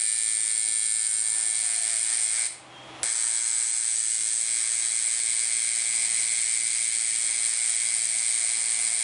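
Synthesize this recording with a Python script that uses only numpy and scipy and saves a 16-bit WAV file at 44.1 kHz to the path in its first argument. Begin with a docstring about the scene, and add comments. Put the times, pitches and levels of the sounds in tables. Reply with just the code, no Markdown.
"""A coil tattoo machine buzzes on skin in a small quiet studio, stops for half a second and starts again.
About 113 times a second its armature (a moving iron bar) hits the coils. Each time the frame rings,
the needle bar rattles in its tube and the spring meets its contact. The restart comes with a jolt.
Faint sliding tones and, later, a low drone sit behind the buzz. In the pause the camera's
gain control (automatic volume) lifts the room's air and a low hum."""
import sys
import numpy as np
from scipy import signal
from scipy.fft import rfft, irfft, next_fast_len
from scipy.io import wavfile
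from scipy.ndimage import uniform_filter1d, minimum_filter1d, map_coordinates

SR = 44100
rng = np.random.default_rng(int(sys.argv[2]) if len(sys.argv) > 2 else 0)


def digitize_waveform(pressure):
    """Quantize a signal to 16-bit integers and store it at the path in sys.argv[1].

    Rows of a 2-D input are taken as channels; values are limited to [-1, 1].
    """
    field = np.atleast_2d(pressure).T
    bounded = np.clip(field, -1, 1)
    quanta = np.round(bounded * 32767).astype(np.int16)
    wavfile.write(sys.argv[1], SR, quanta)


N = 398223

# When the foot switch is held down. Each row: start in seconds, end in seconds.
SWITCH_ON = [(.0005, 2.466), (3.032, 9.1)]
# The machine is slower while the needle skims the skin, faster once it works steadily.
# Each row: time in seconds, strokes per second.
STROKE_RATE = [(0, 111.1), (1.1, 110.1), (2.2, 111.6), (3.05, 112.6), (3.3, 114.7), (3.9, 114.5),
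               (4.05, 112.1), (4.32, 111.4), (4.42, 114.3), (9, 114.2)]
# Short dabs of the needle into the skin. Each row: middle in seconds, length in seconds, pressure 0-1.
DABS = [(1.388, 0.15, 0.44), (1.701, 0.15, 0.47), (1.917, .18, .6), (2.122, .2, .65), (2.407, .26, 0.91),
        (3.054, .2, .5)]
# How loud the heavy parts are as the hand turns.
# Each row: time in seconds, then the relative levels of frame, grip and knock in dB.
HAND_TURN = [(0, -45, -52.5, -74), (.55, -47, -53, -75), (.8, -49, -52, -76), (1.25, -50, -50.5, -56),
             (1.6, -46.5, -52, -57.5), (2.4, -45, -52, -58.5), (3.1, -46, -47.5, -54.5),
             (3.6, -48, -49, -64), (4.3, -49, -55, -66), (4.55, -44, -50.5, -60), (5.45, -43, -52, -59.5),
             (5.65, -41, -51.5, -61.5), (6, -40, -53, -55), (6.6, -41.5, -53.5, -64), (9, -42, -52.5, -55)]
# How the machine is held. Each row: time in seconds, firmness 0-1, needle rattle in dB.
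HAND_HOLD = [(0, .05, -8), (1.2, .05, -8), (1.9, .3, -3), (2.4, .5, -1), (3.05, .95, -2), (4.3, .95, -3),
             (5.2, .65, -3), (6.5, .6, -1), (9, .5, 0)]
# Tone of the steel parts, lower when held firmly. Each row: frequency in Hz, relative level in dB.
STEEL_LOOSE = [(4500, -63), (6000, -21), (6800, -18.5), (7300, -4.5), (7800, -14.5), (8400, 0.5), (8750, 4),
               (9150, -6.5), (9600, -3.5), (10200, -14)]
STEEL_FIRM = [(4500, -64.5), (5600, -14.5), (6300, -4), (6900, -6), (7450, -3), (7850, 8), (8300, 7.5),
              (8750, 5.5), (9200, 0.5), (10200, -4.5)]
# Tone of the armature's clack, the grip tube and the whole machine's dull knock.
# Each row: frequency in Hz, relative level in dB.
CLACK_TONE = [(1800, -32.5), (2700, -8.5), (3100, -11), (3330, -3.5), (3550, -3.5), (3800, -6.5),
              (4100, -3), (4500, 1), (4800, 0.5), (5300, -0.5), (5700, -7), (8000, -15)]
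GRIP_TONE = [(900, -33.5), (1200, -10), (1400, -7.5), (1580, -1.5), (1770, 2), (1900, -8.5), (2050, -29.5),
             (2400, -21.5), (3000, -34.5)]
KNOCK_TONE = [(110, -36), (240, -20.5), (420, -7.5), (580, -8.5), (700, 3), (820, -2.5), (920, -0.5),
              (1030, -2.5), (1250, -5), (1600, -15), (3000, -47.5)]
# Pitches at which the leaf spring, the bending frame and the grip tube ring.
# Each row: frequency in Hz, width in Hz, relative level in dB.
SPRING_MODES = [(3349, 43, 2), (4004, 60, -1), (4224, 130, -2.5)]
FRAME_MODES = [(2162, 480, 0), (2213, 310, 0)]
GRIP_MODES = [(1370, 300, 4), (1528, 100, -3.5), (1784, 86, 2)]
# The studio's echo. Each row: frequency in Hz, seconds it takes to fade by 60 dB.
ECHO_FADE = [(200, 0.78), (2000, 0.47), (9000, 0.28)]
# Tone of the room's air. Each row: frequency in Hz, relative level in dB.
AIR_TONE = [(25, -30), (55, -10.5), (95, -11.5), (230, -7.5), (400, -8), (560, -2.5), (750, -7),
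            (1000, -3.5), (1600, -9.5), (2100, -9.5), (3300, -10), (4500, -18.5), (10000, -25.5)]
# Boomy bands in that air. Each row: frequency in Hz, width in Hz, relative level in dB.
BOOM_MODES = [(320.3, 21, -4.5), (671, 17, -9.5), (785, 30, -5)]
# A falling whine, then a squeak in the pause. Each row: time in seconds, pitch in Hz, level in dB.
WHINE_PATH = [(1.3, 745, -71), (1.55, 735, -60), (1.8, 705, -55), (1.98, 667, -54.5), (2.08, 664.4, -70)]
SQUEAK_PATH = [(2.68, 3300, -73), (2.77, 3235, -60), (2.85, 3250, -67), (2.93, 3360, -70), (3.0, 3330, -76)]
# Tone of the jolt at the restart. Each row: frequency in Hz, relative level in dB.
JOLT_TONE = [(25, -33.5), (90, -14), (300, -14), (600, -6), (1200, -12.5), (3000, -20.5), (9000, -7.5)]
# Something rings along after the restart. Each row: time in seconds, pitch in Hz, level in dB.
RINGING_PATH = [(3.05, 906, -71), (3.25, 933, -56.5), (3.6, 918, -60), (3.9, 920, -64), (4.1, 903, -78)]
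# A low drone comes in. Each row: time in seconds, level in dB.
DRONE_LEVEL = [(0, -89), (5.5, -75), (5.8, -66.5), (6.9, -69), (7.4, -73), (8.5, -69), (9, -67)]


def amp(db):
    """Turn decibels into a number to multiply by."""
    return 10 ** (np.asarray(db) / 20)


def unit(x):
    """Scale x to an average (rms) level of 1."""
    return x / np.sqrt(np.mean(x ** 2) + 1e-20)


def value_at(points, hz):
    """Read between (Hz, value) points, with the octaves evenly spaced."""
    freqs, values = np.transpose(points)
    return np.interp(np.log(hz + 1), np.log(freqs + 1), values)


def curves(rows):
    """Turn each column after the time into one value per sample."""
    times, *columns = np.transpose(rows)
    return [np.interp(np.arange(N) / SR, times, column) for column in columns]


def wobble(rate):
    """A smooth curve through `rate` random values a second."""
    return map_coordinates(rng.standard_normal(int(N * rate / SR) + 4), [np.arange(N) * rate / SR])


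def filtered(x, response):
    """Multiply each frequency in x by response(hz)."""
    size = 2 * next_fast_len(N // 2 + SR // 4)
    return irfft(rfft(x, size) * response(np.fft.rfftfreq(size, 1 / SR)), size)[..., :N]


def coloured(x, tone):
    """Give x this tone, at level 1; the ringing follows each hit and never leads it."""
    def response(hz):
        cepstrum = irfft(np.log(amp(value_at(tone, hz))))
        return np.exp(rfft(2 * cepstrum[:len(hz) - 1], len(cepstrum)))
    return unit(filtered(x, response))


def resonances(modes, hz):
    """How something that rings at these modes answers each frequency."""
    return sum(amp(db) * 1j * hz * width / (centre ** 2 - hz ** 2 + 1j * hz * width)
               for centre, width, db in modes)


def impacts(times, scatter_s, spread):
    """Sharp clicks, up to scatter_s early or late, their sizes varying by +-spread."""
    late, size = rng.uniform(-1, 1, (len(times), 2)).T
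    position = (times + scatter_s * late) * SR
    taps = np.floor(position).astype(int)[:, None] + np.arange(-7, 9)
    offset = taps - position[:, None]
    click = np.sinc(offset) * np.cos(np.pi * offset / 16) ** 2  # can land between samples
    pulses = (1 + spread * size[:, None]) * click
    inside = (taps >= 0) & (taps < N)
    return unit(np.bincount(taps[inside], pulses[inside], N))


def chatter(strokes, delay_s, window_s, count):
    """Several light taps per stroke, back and forth, anywhere within +-window_s."""
    return unit(sum((-1) ** k * impacts(strokes + delay_s, window_s, spread=1) for k in range(count)))


def pressure():
    """Each dab presses the needle in and lets go in one smooth arch."""
    t = np.arange(N) / SR
    return sum(force * np.cos(np.pi * np.clip((t - middle) / length, -.5, .5)) ** 2
               for middle, length, force in DABS)


def part_levels():
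    """Each part's level in dB: dabs and the turning hand change the heavy parts most."""
    frame_db, grip_db, knock_db = np.array(curves(HAND_TURN)) + 5 * pressure()
    swing_db = frame_db + 43.5  # how far the frame is above its usual level
    steel_db, clack_db = -26 + .1 * swing_db, -40 + .36 * swing_db
    sway_db = .5 * wobble(22)  # the hand is never quite still
    return np.array([steel_db, clack_db, frame_db, grip_db - 1, knock_db - 1.5]) + sway_db


def stroke_times(loose):
    """When the armature lands, in seconds; pressure hurries it and rattle makes it unsteady."""
    t = np.arange(N) / SR
    rate_hz = curves(STROKE_RATE)[0] + 3.4 * pressure() + .882 * loose ** 2 * wobble(55)
    cycles = np.cumsum(rate_hz) / SR
    landings = [np.arange(*np.interp(run, t, cycles)) for run in SWITCH_ON]
    return np.interp(np.concatenate(landings), cycles, t)


def needle_rattle(strokes):
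    """The needle bar chatters in its tube just after each blow and again before the next."""
    after = chatter(strokes, delay_s=.0008, window_s=.000714, count=8)
    before = chatter(strokes, delay_s=.0071, window_s=.0015, count=10)
    return unit(after + 1.5 * before)


def steel_ring(strokes, rattle, loose, firm):
    """Small steel parts ring from the blow's shock, one rebound, the spring's contact and the rattle."""
    shock = impacts(strokes + .0002, scatter_s=.000048, spread=.18)
    rebound = impacts(strokes + .001, scatter_s=.00015, spread=.25)
    # the spring flies back and meets the contact screw two thirds of a cycle later
    contact = impacts(strokes + .006, scatter_s=.00014, spread=1)
    hits = shock + .45 * rebound + .42 * contact + (.28 + .58 * loose) * rattle
    hits /= np.sqrt(1 + loose / 2)
    return unit((1 - firm) * coloured(hits, STEEL_LOOSE) + firm * coloured(hits, STEEL_FIRM))


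def armature_clack(strokes, blow, rattle, loose):
    """The armature hits the coils and bounces before it settles."""
    bounce = chatter(strokes, delay_s=.0019, window_s=.001175, count=4)
    hits = blow + loose * (.6 * rattle + .9 * bounce)
    return coloured(hits / np.sqrt(1 + loose ** 2), CLACK_TONE)


def spring_ring(blow, rattle, loose):
    """The leaf spring rings on after each blow and rattle."""
    return unit(filtered(blow + .45 * loose * rattle, lambda hz: resonances(SPRING_MODES, hz)))


def grip_and_knock(strokes, rattle, loose):
    """A moment after each blow, an even push rings the grip tube and knocks the whole machine."""
    push = impacts(strokes + .001, scatter_s=.000025, spread=.14)
    tube = filtered(push + .93 * loose * rattle, lambda hz: resonances(GRIP_MODES, hz))
    return coloured(tube, GRIP_TONE), coloured(push + amp(6.5) * loose * rattle, KNOCK_TONE)


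def frame_ring(strokes, rattle, loose):
    """The frame bends in two linked ways; the more the needle rattles, the less evenly it swings."""
    unrest = np.interp(strokes * SR, np.arange(N), loose)
    shake = impacts(strokes + .001377, scatter_s=.000085 * unrest, spread=.059) + .16 * loose * rattle
    first, second = FRAME_MODES[:1], FRAME_MODES[1:]
    return unit(filtered(shake, lambda hz: resonances(first, hz) * resonances(second, hz)))


def machine():
    """Fast, regular blows make a buzz: bright from the light parts, deep from the heavy ones."""
    steel_db, clack_db, frame_db, grip_db, knock_db = part_levels()
    firm, rattle_db = curves(HAND_HOLD)
    loose = amp(rattle_db)  # how freely the needle rattles, up to 1
    strokes = stroke_times(loose)
    blow = impacts(strokes, scatter_s=.00002, spread=.2)
    rattle = needle_rattle(strokes)
    steel = steel_ring(strokes, rattle, loose, firm)
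    clack = armature_clack(strokes, blow, rattle, loose)
    spring = spring_ring(blow, rattle, loose)
    grip, knock = grip_and_knock(strokes, rattle, loose)
    frame = frame_ring(strokes, rattle, loose)
    bright = amp(steel_db) * steel + amp(clack_db) * (clack + amp(-8.5) * spring)
    deep = amp(frame_db) * frame + amp(grip_db) * grip + amp(knock_db) * knock
    return bright, deep


def room_echo(x):
    """The studio's short echo starts 4 ms late; high notes die away first."""
    hz, t, noise = signal.stft(rng.standard_normal(SR // 2), SR, nperseg=256)
    fade = amp(-60 * t / value_at(ECHO_FADE, hz)[:, None])
    tail = signal.istft(noise * fade, SR, nperseg=256)[1]
    return signal.fftconvolve(np.pad(x, (SR // 250, 0)), tail / np.linalg.norm(tail))[:N]


def room_air():
    """Moving air makes a soft rush with a few boomy bands."""
    rush = amp(-58 + 1.85 * wobble(2.99)) * coloured(rng.standard_normal(N), AIR_TONE)
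    boom_db = -63 + 1.1 * wobble(9)
    boom = unit(filtered(rng.standard_normal(N), lambda hz: resonances(BOOM_MODES, hz)))
    return rush + amp(boom_db) * boom


def electrical_hum(hz=126.5):
    """A low electrical hum at one steady pitch."""
    return amp(-67 + .5 * wobble(2.4)) * np.sin(2 * np.pi * hz * np.arange(N) / SR)


def faint_tone(path, waver):
    """A faint tone that slides in pitch and wavers by the fraction `waver`."""
    hz, db = curves(path)
    t = np.arange(N) / SR
    phase = 2 * np.pi * np.cumsum(hz * (1 + waver * wobble(70))) / SR
    sounding = (t > path[0][0]) & (t < path[-1][0])
    return np.sqrt(2) * amp(db) * np.sin(phase) * sounding


def restart_jolt(fade_s=.2):
    """At the restart, the first pull of the coils jolts the whole machine."""
    age = np.arange(N) / SR - SWITCH_ON[1][0]
    level = (age > 0) * amp(-28 - 60 * np.abs(age) / fade_s)
    return level * coloured(rng.standard_normal(N), JOLT_TONE)


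def low_drone():
    """A narrow band of noise around 188 Hz swells in the second half."""
    band = filtered(rng.standard_normal(N), lambda hz: resonances([(188, 37, 0)], hz) ** 2)
    return amp(curves(DRONE_LEVEL)[0]) * unit(band)


def scene():
    """The machine close by, its room, and faint sounds behind it."""
    bright, deep = machine()
    echo = room_echo(amp(-4) * bright + amp(-6) * deep)
    whine = faint_tone(WHINE_PATH, waver=.02)
    squeak = faint_tone(SQUEAK_PATH, waver=.0098)
    ringing = faint_tone(RINGING_PATH, waver=.0017)
    jolt = restart_jolt()
    background = room_air() + low_drone() + electrical_hum()
    return (bright + deep + echo + background + whine + squeak + jolt + ringing)[None]


def gain_control(x, knee_db, recovery_db_per_s, max_lift_db):
    """Sound below knee_db is turned up, more slowly near the limit; loud sound ends the lift at once."""
    power = uniform_filter1d(x ** 2, size=SR // 56, origin=SR // 113)
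    level_db = 10 * np.log10(np.abs(power) + 1e-12)
    ramp = recovery_db_per_s * np.arange(N) / SR
    held_db = np.maximum.accumulate(level_db + ramp, axis=-1) - ramp  # jumps up, sinks steadily
    lift_db = -max_lift_db * np.expm1(-np.maximum(knee_db - held_db, 0) / max_lift_db)
    smoothing = SR // 400
    return x * amp(uniform_filter1d(minimum_filter1d(lift_db, size=smoothing), size=smoothing))


def record(dry):
    """The camera turns up quiet moments and cuts off the highest treble."""
    levelled = gain_control(dry, knee_db=-24, recovery_db_per_s=50, max_lift_db=19)
    return filtered(levelled, lambda hz: hz < 10110)


dry = scene()
out = record(dry)
digitize_waveform(out)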